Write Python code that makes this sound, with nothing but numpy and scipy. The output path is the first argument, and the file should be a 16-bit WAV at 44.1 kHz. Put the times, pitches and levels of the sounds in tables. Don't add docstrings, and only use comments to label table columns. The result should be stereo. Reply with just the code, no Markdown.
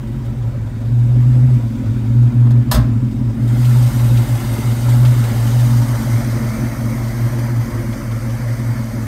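import sys
import numpy as np
from scipy import signal
from scipy.fft import rfft, irfft, next_fast_len
from scipy.io import wavfile
from scipy.ndimage import uniform_filter1d

SR = 44100
rng = np.random.default_rng(int(sys.argv[2]) if len(sys.argv) > 2 else 0)


def waveform_to_disk(signal):
    frames = np.transpose(np.atleast_2d(signal))
    scaled = np.clip(frames, -1, 1) * 32767
    samples = np.round(scaled).astype(np.int16)
    wavfile.write(sys.argv[1], SR, samples)


N = 399977

# cycle_multiple, level_db (beside the throb), wander_db, phase_turns
FIRING_TONES = [(8, -2, 1.5, 0), (11, -7, 3.5, .1), (10, -11, 4, .2), (12, -13, 4, .6)]
# pitch_hz, width_hz, level_db (beside the throb)
THROB_PIPE = [(58, 22, -5), (84, 24, -10), (120, 26, -1), (155, 30, -8)]
# pitch_hz, width_hz, level_db (beside each other)
BURBLE_PIPE = [(203, 20, -11), (224, 20, 0), (243, 20, -3.5), (270, 26, -6), (292, 18, -13), (320, 24, -18),
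               (372, 16, -21)]
# pitch_hz, width_hz
PIPE_NOTE = (343, 18)
# time_s, gain_db
THROB_FADER = [(0, -30.5), (5, -30), (9.07, -34)]


def exhaust(cycle, burble_db, note_db):
    tones = np.zeros(N)
    for multiple, level_db, wander_db, phase_turns in FIRING_TONES:
        gain = np.sqrt(2) * undb(level_db + wander_db * walk(6))
        tones += gain * np.cos(2 * np.pi * (multiple * cycle + phase_turns))
    pulses = firings(cycle, jitter_s=.0004, scatter=.4)
    turbulence = rng.standard_normal(N)
    gas = level(pulses, 0) + level(turbulence, -3)
    throb = (tones + pipe(gas, THROB_PIPE)) * undb(curves(THROB_FADER)[0])
    burble = level(pipe(gas, BURBLE_PIPE), 2.66) * undb(burble_db)
    note = level(band(gas, *PIPE_NOTE), 2.75) * undb(note_db)
    return throb + burble + note


FIRING_STRENGTH = [-3.5, 0, -2.5, -3, -4, -1, -3, 0.5]


def firings(cycle, jitter_s, scatter):
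    at = np.flatnonzero(np.diff(np.floor(8 * cycle)))
    strength_luck, timing_luck = rng.standard_normal((2, len(at)))
    cylinder = np.floor(8 * cycle[at + 1]).astype(int) % 8
    size = undb(np.array(FIRING_STRENGTH)[cylinder]) + scatter * strength_luck
    shift = (jitter_s * SR * timing_luck).astype(int)
    pulses = np.zeros(N)
    pulses[np.clip(at + shift, 0, N - 1)] = size
    return pulses


# time_s, drone_db (as if on the resonance), beats_db (its neighbours)
HUM_FADERS = [(0, -27.5, -33), (.45, -14.5, -28.5), (.7, -10, -33), (1.0, -6.5, -33.5), (1.5, -9, -24.5),
              (1.7, -7.5, -28), (1.95, -9, -21.5), (2.2, -3.5, -38), (2.8, -5.5, -22), (3.1, -11, -20),
              (3.35, -6, -25), (3.6, -8, -34), (4.15, -5, -26), (4.5, -6.5, -25), (5.0, -5.5, -32),
              (5.7, -7, -30), (6.1, -11.5, -26), (6.6, -11.5, -30), (7.3, -14, -34), (7.9, -11.5, -31.5),
              (8.5, -13, -30.5), (9.07, -12.5, -37)]
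# pitch_hz, width_hz
DRONE_PIPE = (125, 8)
# cycle_multiple, level_db (before the beats fader)
BEAT_TONES = [(20, -2), (22, 0.5), (23, 0)]
# centre_s, change_db
HUM_LURCHES = [(.12, 2), (.35, -3), (.47, 2.5), (.81, -5), (.99, 1), (1.712, -11), (1.828, -8), (2.054, -3),
               (2.323, -16), (2.654, -14), (2.746, -21), (2.862, -1), (3.133, -19), (3.35, -16),
               (3.923, -14), (4.0, -4.5), (4.267, -14), (4.399, -13), (4.49, -3), (4.578, -12.5),
               (4.76, -8), (4.83, -5), (5.15, -4.5), (5.283, -4), (5.7, -1.5), (5.78, 3), (5.997, -8),
               (6.15, 5), (6.54, -8), (6.717, -7), (7.25, 6), (7.59, 5), (7.696, -14), (7.977, -16),
               (8.51, 2), (8.71, 4), (8.867, -8)]
DRONE_MULTIPLE = 21
BEAT_TURNS = -0.21
LURCH_S = 0.032


def hum(cycle):
    pitch_hz, width_hz = DRONE_PIPE
    pole = np.exp((2j * pitch_hz - width_hz) * np.pi / SR)
    driver = np.exp(2j * np.pi * DRONE_MULTIPLE * cycle)
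    drone = signal.lfilter([1 - abs(pole)], [1, -pole], driver).real
    beats = sum(undb(level_db) * np.cos(2 * np.pi * (multiple * cycle + BEAT_TURNS))
                for multiple, level_db in BEAT_TONES)
    lurch_db = np.zeros(N)
    around = np.arange(-SR // 10, SR // 10)
    for centre_s, change_db in HUM_LURCHES:
        lurch_db[int(centre_s * SR) + around] += change_db * np.exp(-(around / SR / LURCH_S) ** 2)
    drone_db, beats_db = curves(HUM_FADERS)
    return np.sqrt(2) * (drone * undb(drone_db) + beats * undb(beats_db)) * undb(lurch_db)


# start_s, level_db (noise before decay and mix), t60_s, top_hz, left_minus_right_db
LATCH_SNAPS = [(2.468, -29.5, 0.055, 1500, 3), (2.505, -26, 0.07, 7000, 6), (2.7125, -4.5, 0.12, 14600, 2),
               (2.7207, -18, 0.14, 14400, 16), (2.743, -13, 0.07, 11900, 16), (2.755, -14, 0.12, 4840, 4),
               (2.772, -24.5, 0.37, 2170, 2.5)]
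# pitch_hz, width_hz, level_db (before width trim and mix)
STEEL_MODES = [(635, 160, 10.5), (820, 170, 7), (1017, 210, 9.5), (1250, 260, 5.5), (1510, 340, 3),
               (1810, 750, -1), (2890, 1300, -3), (3660, 650, -1), (4170, 180, 0), (4730, 500, 0),
               (5240, 400, -4.5), (6300, 600, -5), (8479, 1100, -8), (11950, 900, -5)]
# start_s, pitch_hz, envelope_peak_db, time_to_peak_s
BONNET_THUMPS = [(2.724, 59, -7.5, .042), (2.757, 150, -17, .025), (2.755, 228, -12, .028)]


def latch():
    crack, thump = np.zeros((2, N)), np.zeros(N)
    t = np.arange(SR // 2) / SR
    for start_s, level_db, t60_s, top_hz, pan_db in LATCH_SNAPS:
        shape = (1 - np.exp(-t / .003)) * np.exp(-np.log(1000) * t / t60_s)
        tone = signal.butter(1, [500, top_hz], "band", fs=SR, output="sos")
        noise = signal.sosfilt(tone, rng.standard_normal((2, len(t))))
        pan = undb(np.array([[pan_db], [-pan_db]]) / 2)
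        crack[:, int(start_s * SR):][:, :len(t)] += level(noise, level_db) * shape * pan
    ring = sum(undb(level_db) * np.sqrt(300 / width_hz) * band(crack, pitch_hz, width_hz)
               for pitch_hz, width_hz, level_db in STEEL_MODES)
    for start_s, pitch_hz, peak_db, peak_s in BONNET_THUMPS:
        shape = (t / peak_s * np.exp(1 - t / peak_s)) ** 2
        thump[int(start_s * SR):][:len(t)] += undb(peak_db) * shape * np.sin(2 * np.pi * pitch_hz * t)
    return thump + undb(-1) * ring + undb(-7) * crack


# start_s, level_db (before envelope and noise trim)
TAPPET_HITS = [(3.646, -35), (3.8622, -37), (3.993, -39), (4.171, -35), (4.3488, -36), (4.529, -38),
               (4.7108, -37), (4.8869, -35), (5.049, -29), (5.2371, -35), (5.4616, -48), (5.5932, -38),
               (5.7663, -47), (7.9262, -38.5), (8.1132, -41), (8.2952, -41)]


def tappet():
    push = np.zeros(N)
    t = np.arange(SR // 25) / SR
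    shape = t / 0.0038 * np.exp(1 - t / 0.0051)
    for start_s, level_db in TAPPET_HITS:
        start = int(start_s * SR)
        push[start:][:len(t)] = undb(level_db) * shape[:N - start]
    return np.array([level(band(rng.standard_normal(N), 3030, 2000), -1.5) * push for _ in "LR"])


# bonnet shut, leaning in, stepping back;
# each holds pitch_hz, density_db
ROAR_COLOURS = [
    [(220, -22), (380, -2.5), (446, -13.5), (553, -6), (655, -14.5), (840, -15.5), (910, -16), (978, -11.5),
     (1050, -17), (1400, -17), (3200, -27), (4160, -67), (7040, -120)],
    [(220, -28), (380, 1.5), (450, -5), (593, 2.5), (655, -5.5), (818, -1), (1110, -5.5), (1380, -4),
     (1600, -7.5), (1930, -9.5), (2090, -4), (2450, -22), (3200, -14.5), (4160, -70), (7040, -120)],
    [(220, -41), (380, -9), (423, -8), (466, -2.5), (588, 3.5), (716, -6), (871, -5.5), (943, -3.5),
     (1190, -5), (1490, -8.5), (2120, -5), (2610, -17.5), (3200, -23), (4160, -57), (7040, -120)],
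]
HISS_COLOURS = [
    [(1290, -28), (2200, -3), (2800, -15), (3700, -2.5), (4020, -7), (4950, -8), (5650, -10.5),
     (8610, -10.5), (9830, -16.5), (14400, -14.5), (15900, -20)],
    [(1290, -32), (2200, -3), (2470, -4), (3470, -3), (3740, -0.5), (4230, -2.5), (5030, -3), (5560, -7),
     (5980, -4), (7730, -5), (8750, -1.5), (9830, -10), (12000, -3), (14900, -10.5), (15900, -13)],
    [(1290, 3.5), (2200, -6.5), (2550, -17), (2800, -20), (3040, -5), (3670, -8), (4750, -2), (5560, -5),
     (6130, -1), (7360, -9), (8680, -4), (9830, -9), (13600, -7), (15000, -11), (15900, -21)],
]
# place_firings (in the cycle), level_db (mean over the hiss, before attack), decay_s
VALVE_TICKS = [(3.2, 1, .012), (5.3, 0, .01), (.3, -2.5, .008), (6.6, -4, .008), (1.4, -4, .008)]


def bay(cycle, roar_db, hiss_db):
    flare = np.zeros(N)
    for place_firings, level_db, decay_s in VALVE_TICKS:
        turn = cycle - place_firings / 8
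        luck = rng.standard_normal(99)[np.floor(turn).astype(int) + 2]
        since_s = turn % 1 / 5.6
        shape = (1 - np.exp(-since_s / .005)) * np.exp(-since_s / decay_s)
        flare += undb(level_db + 1.8 * luck) ** 2 * shape
    roar = air(ROAR_COLOURS) * undb(roar_db + 1.5 + .7 * walk(12)) * np.sqrt(1 + .35 * flare)
    hiss = (air(HISS_COLOURS) + whistles()) * undb(hiss_db + .3 * walk(20)) * np.sqrt(1 + flare)
    return flicker(roar + hiss)


# pitch_hz, width_hz, level_db (beside the hiss, bonnet up)
BAY_WHISTLES = [(3040, 140, -23), (3960, 90, -22), (4260, 70, -21), (4850, 200, -20), (5910, 100, -21),
                (8560, 400, -19), (11970, 150, -17)]


def whistles():
    bands = np.zeros((2, N))
    for pitch_hz, width_hz, level_db in BAY_WHISTLES:
        sides = [level(band(rng.standard_normal(N), pitch_hz, width_hz), level_db) for _ in "LR"]
        bands += undb(2.5 * walk(1.5)) * np.array(sides)
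    shut = curves(BAY_STANCE)[0]
    return bands * (1 - .6 * shut)


# pitch_hz, share (0-1)
STEREO_LIKENESS = [(300, 0.69), (640, 0.82), (1400, 0.38), (3000, 0), (16000, 0)]
# time_s, shut_share, leaning_in_share, stepping_back_share (0-1)
BAY_STANCE = [(0, 1, 0, 0), (3.3, 1, 0, 0), (3.6, 0, 1, 0), (5.3, 0, 1, 0), (6.4, 0, 0, 1), (9.07, 0, 0, 1)]


def air(colours):
    size = next_fast_len(N)
    log_hz = np.log(np.arange(size // 2 + 1) * SR / size + 1)
    like_hz, like_share = np.transpose(STEREO_LIKENESS)
    like = np.clip(np.interp(log_hz, np.log(like_hz), like_share), 0, 1)
    mid_side = rfft(rng.standard_normal((2, size))) * np.sqrt([1 + like, 1 - like])
    out = np.zeros((2, N))
    for colour, share in zip(colours, curves(BAY_STANCE)):
        hz, density_db = np.transpose(colour)
        gain = undb(np.interp(log_hz, np.log(hz), density_db, left=-99, right=-99))
        mid, side = irfft(mid_side * gain, size)[:, :N]
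        out += share * np.array([mid + side, mid - side]) / np.sqrt(np.mean(mid ** 2))
    return out


# width_hz, length_s, spread_db
FLICKER_PATCHES = [(90, .035, 2.4), (260, .35, .9)]


def flicker(x):
    hz, s, spec = signal.stft(x, SR, nperseg=512)
    for width_hz, length_s, spread_db in FLICKER_PATCHES:
        field = rng.standard_normal(spec.shape[1:])
        field = uniform_filter1d(field, size=round(width_hz / hz[1]), axis=0)
        field = uniform_filter1d(field, size=round(length_s / (s[1] - s[0])), axis=1)
        spec = spec * undb(spread_db * field / field.std())
    return signal.istft(spec, SR, nperseg=512)[1][:, :N]


def undb(db):
    return 10 ** (np.asarray(db) / 20)


def level(x, db):
    return x * undb(db) / np.sqrt(np.mean(x ** 2))


def curves(table):
    s, *columns = np.transpose(table)
    return [np.interp(np.arange(N) / SR, s, column) for column in columns]


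def band(x, hz, width_hz):
    b, a = signal.iirpeak(hz, hz / width_hz / 1.55, fs=SR)
    once = signal.lfilter(b, a, x)
    return signal.lfilter(b, a, once)


def walk(rate_hz):
    hold = int(SR / rate_hz)
    held = np.repeat(rng.standard_normal(N // hold + 1), hold)
    return 1.3 * uniform_filter1d(uniform_filter1d(held, hold), hold)[:N]


def pipe(x, modes):
    return sum((-1) ** k * level(band(x, hz, width_hz), level_db)
               for k, (hz, width_hz, level_db) in enumerate(modes))


# time_s, cycle_rate_hz (a cycle is two turns and eight firings)
IDLE_HUNT = [(0, 5.655), (.36, 5.641), (.72, 5.096), (.91, 5.644), (1.48, 6.03), (1.59, 5.546),
             (1.97, 5.177), (2.14, 5.735), (2.81, 5.736), (2.9, 5.468), (3.19, 5.336), (3.64, 5.847),
             (4.32, 5.603), (4.5, 5.411), (4.8, 5.662), (5.05, 5.855), (5.34, 5.449), (5.59, 5.77),
             (5.92, 5.605), (6.56, 5.507), (6.61, 5.624), (6.74, 5.506), (7.47, 5.691), (7.76, 5.41),
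             (8.1, 5.392), (8.41, 5.573), (8.81, 5.567), (9.07, 5.3)]
# time_s, burble_db, pipe_note_db, fan_roar_db, intake_hiss_db, bass_left_minus_right_db
PHONE_PLACE = [(0, -30, -38.5, -42, -52.5, 2), (.63, -36, -56.5, -43.5, -54.5, 0.6),
               (1.3, -26.5, -53, -39.5, -50.5, 0), (2.07, -27, -54.5, -42, -50.5, -0.5),
               (2.5, -25.5, -45, -39.5, -53, 0), (3.11, -24.5, -52, -42.5, -53, -0.5),
               (3.36, -25.5, -54, -41, -52.5, 0), (3.53, -24.5, -52, -38.5, -43.5, 2),
               (3.66, -28.5, -47, -37.5, -39, 0.5), (4.14, -29, -40, -35, -37.5, 1),
               (4.6, -29.5, -42, -34.5, -38.5, 0.9), (5.7, -29, -49.5, -33.5, -37, 0.1),
               (6.2, -27, -38, -34, -38.5, .5), (6.9, -28, -41.5, -36, -41.5, 0.5),
               (7.2, -30, -37.5, -35, -41, 1), (7.8, -30, -41, -37, -43, 1),
               (9.07, -30, -45.5, -37.5, -43.5, 1)]


def scene():
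    cycle = np.cumsum(curves(IDLE_HUNT)[0]) / SR
    burble_db, note_db, roar_db, hiss_db, pan_db = curves(PHONE_PLACE)
    bass = exhaust(cycle, burble_db, note_db) + hum(cycle)
    late = np.roll(bass, int(0.021 * SR))
    echo = signal.lfilter([1, -1], [1, -.97], late)
    direct = bass * undb(np.array([pan_db, -pan_db]) / 2)
    engine = direct + undb(-18.5) * echo * np.array([[1], [-1]])
    open_bay = bay(cycle, roar_db, hiss_db) * undb(np.array([[.4], [-.4]]))
    return engine + open_bay + tappet() + latch()


# pitch_hz, width_hz
PORT_DIP = (4110, 110)
TOP_HZ = 15720


def record(dry):
    x = signal.sosfilt(signal.butter(3, 36, "high", fs=SR, output="sos"), dry)
    x = x / (1 + (x / .95) ** 6) ** (1 / 6)
    port_hz, width_hz = PORT_DIP
    x = x - .7 * signal.lfilter(*signal.iirpeak(port_hz, port_hz / width_hz, fs=SR), x)
    return signal.sosfilt(signal.ellip(14, .3, 70, TOP_HZ, fs=SR, output="sos"), x)


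dry = scene()
out = record(dry)
waveform_to_disk(out)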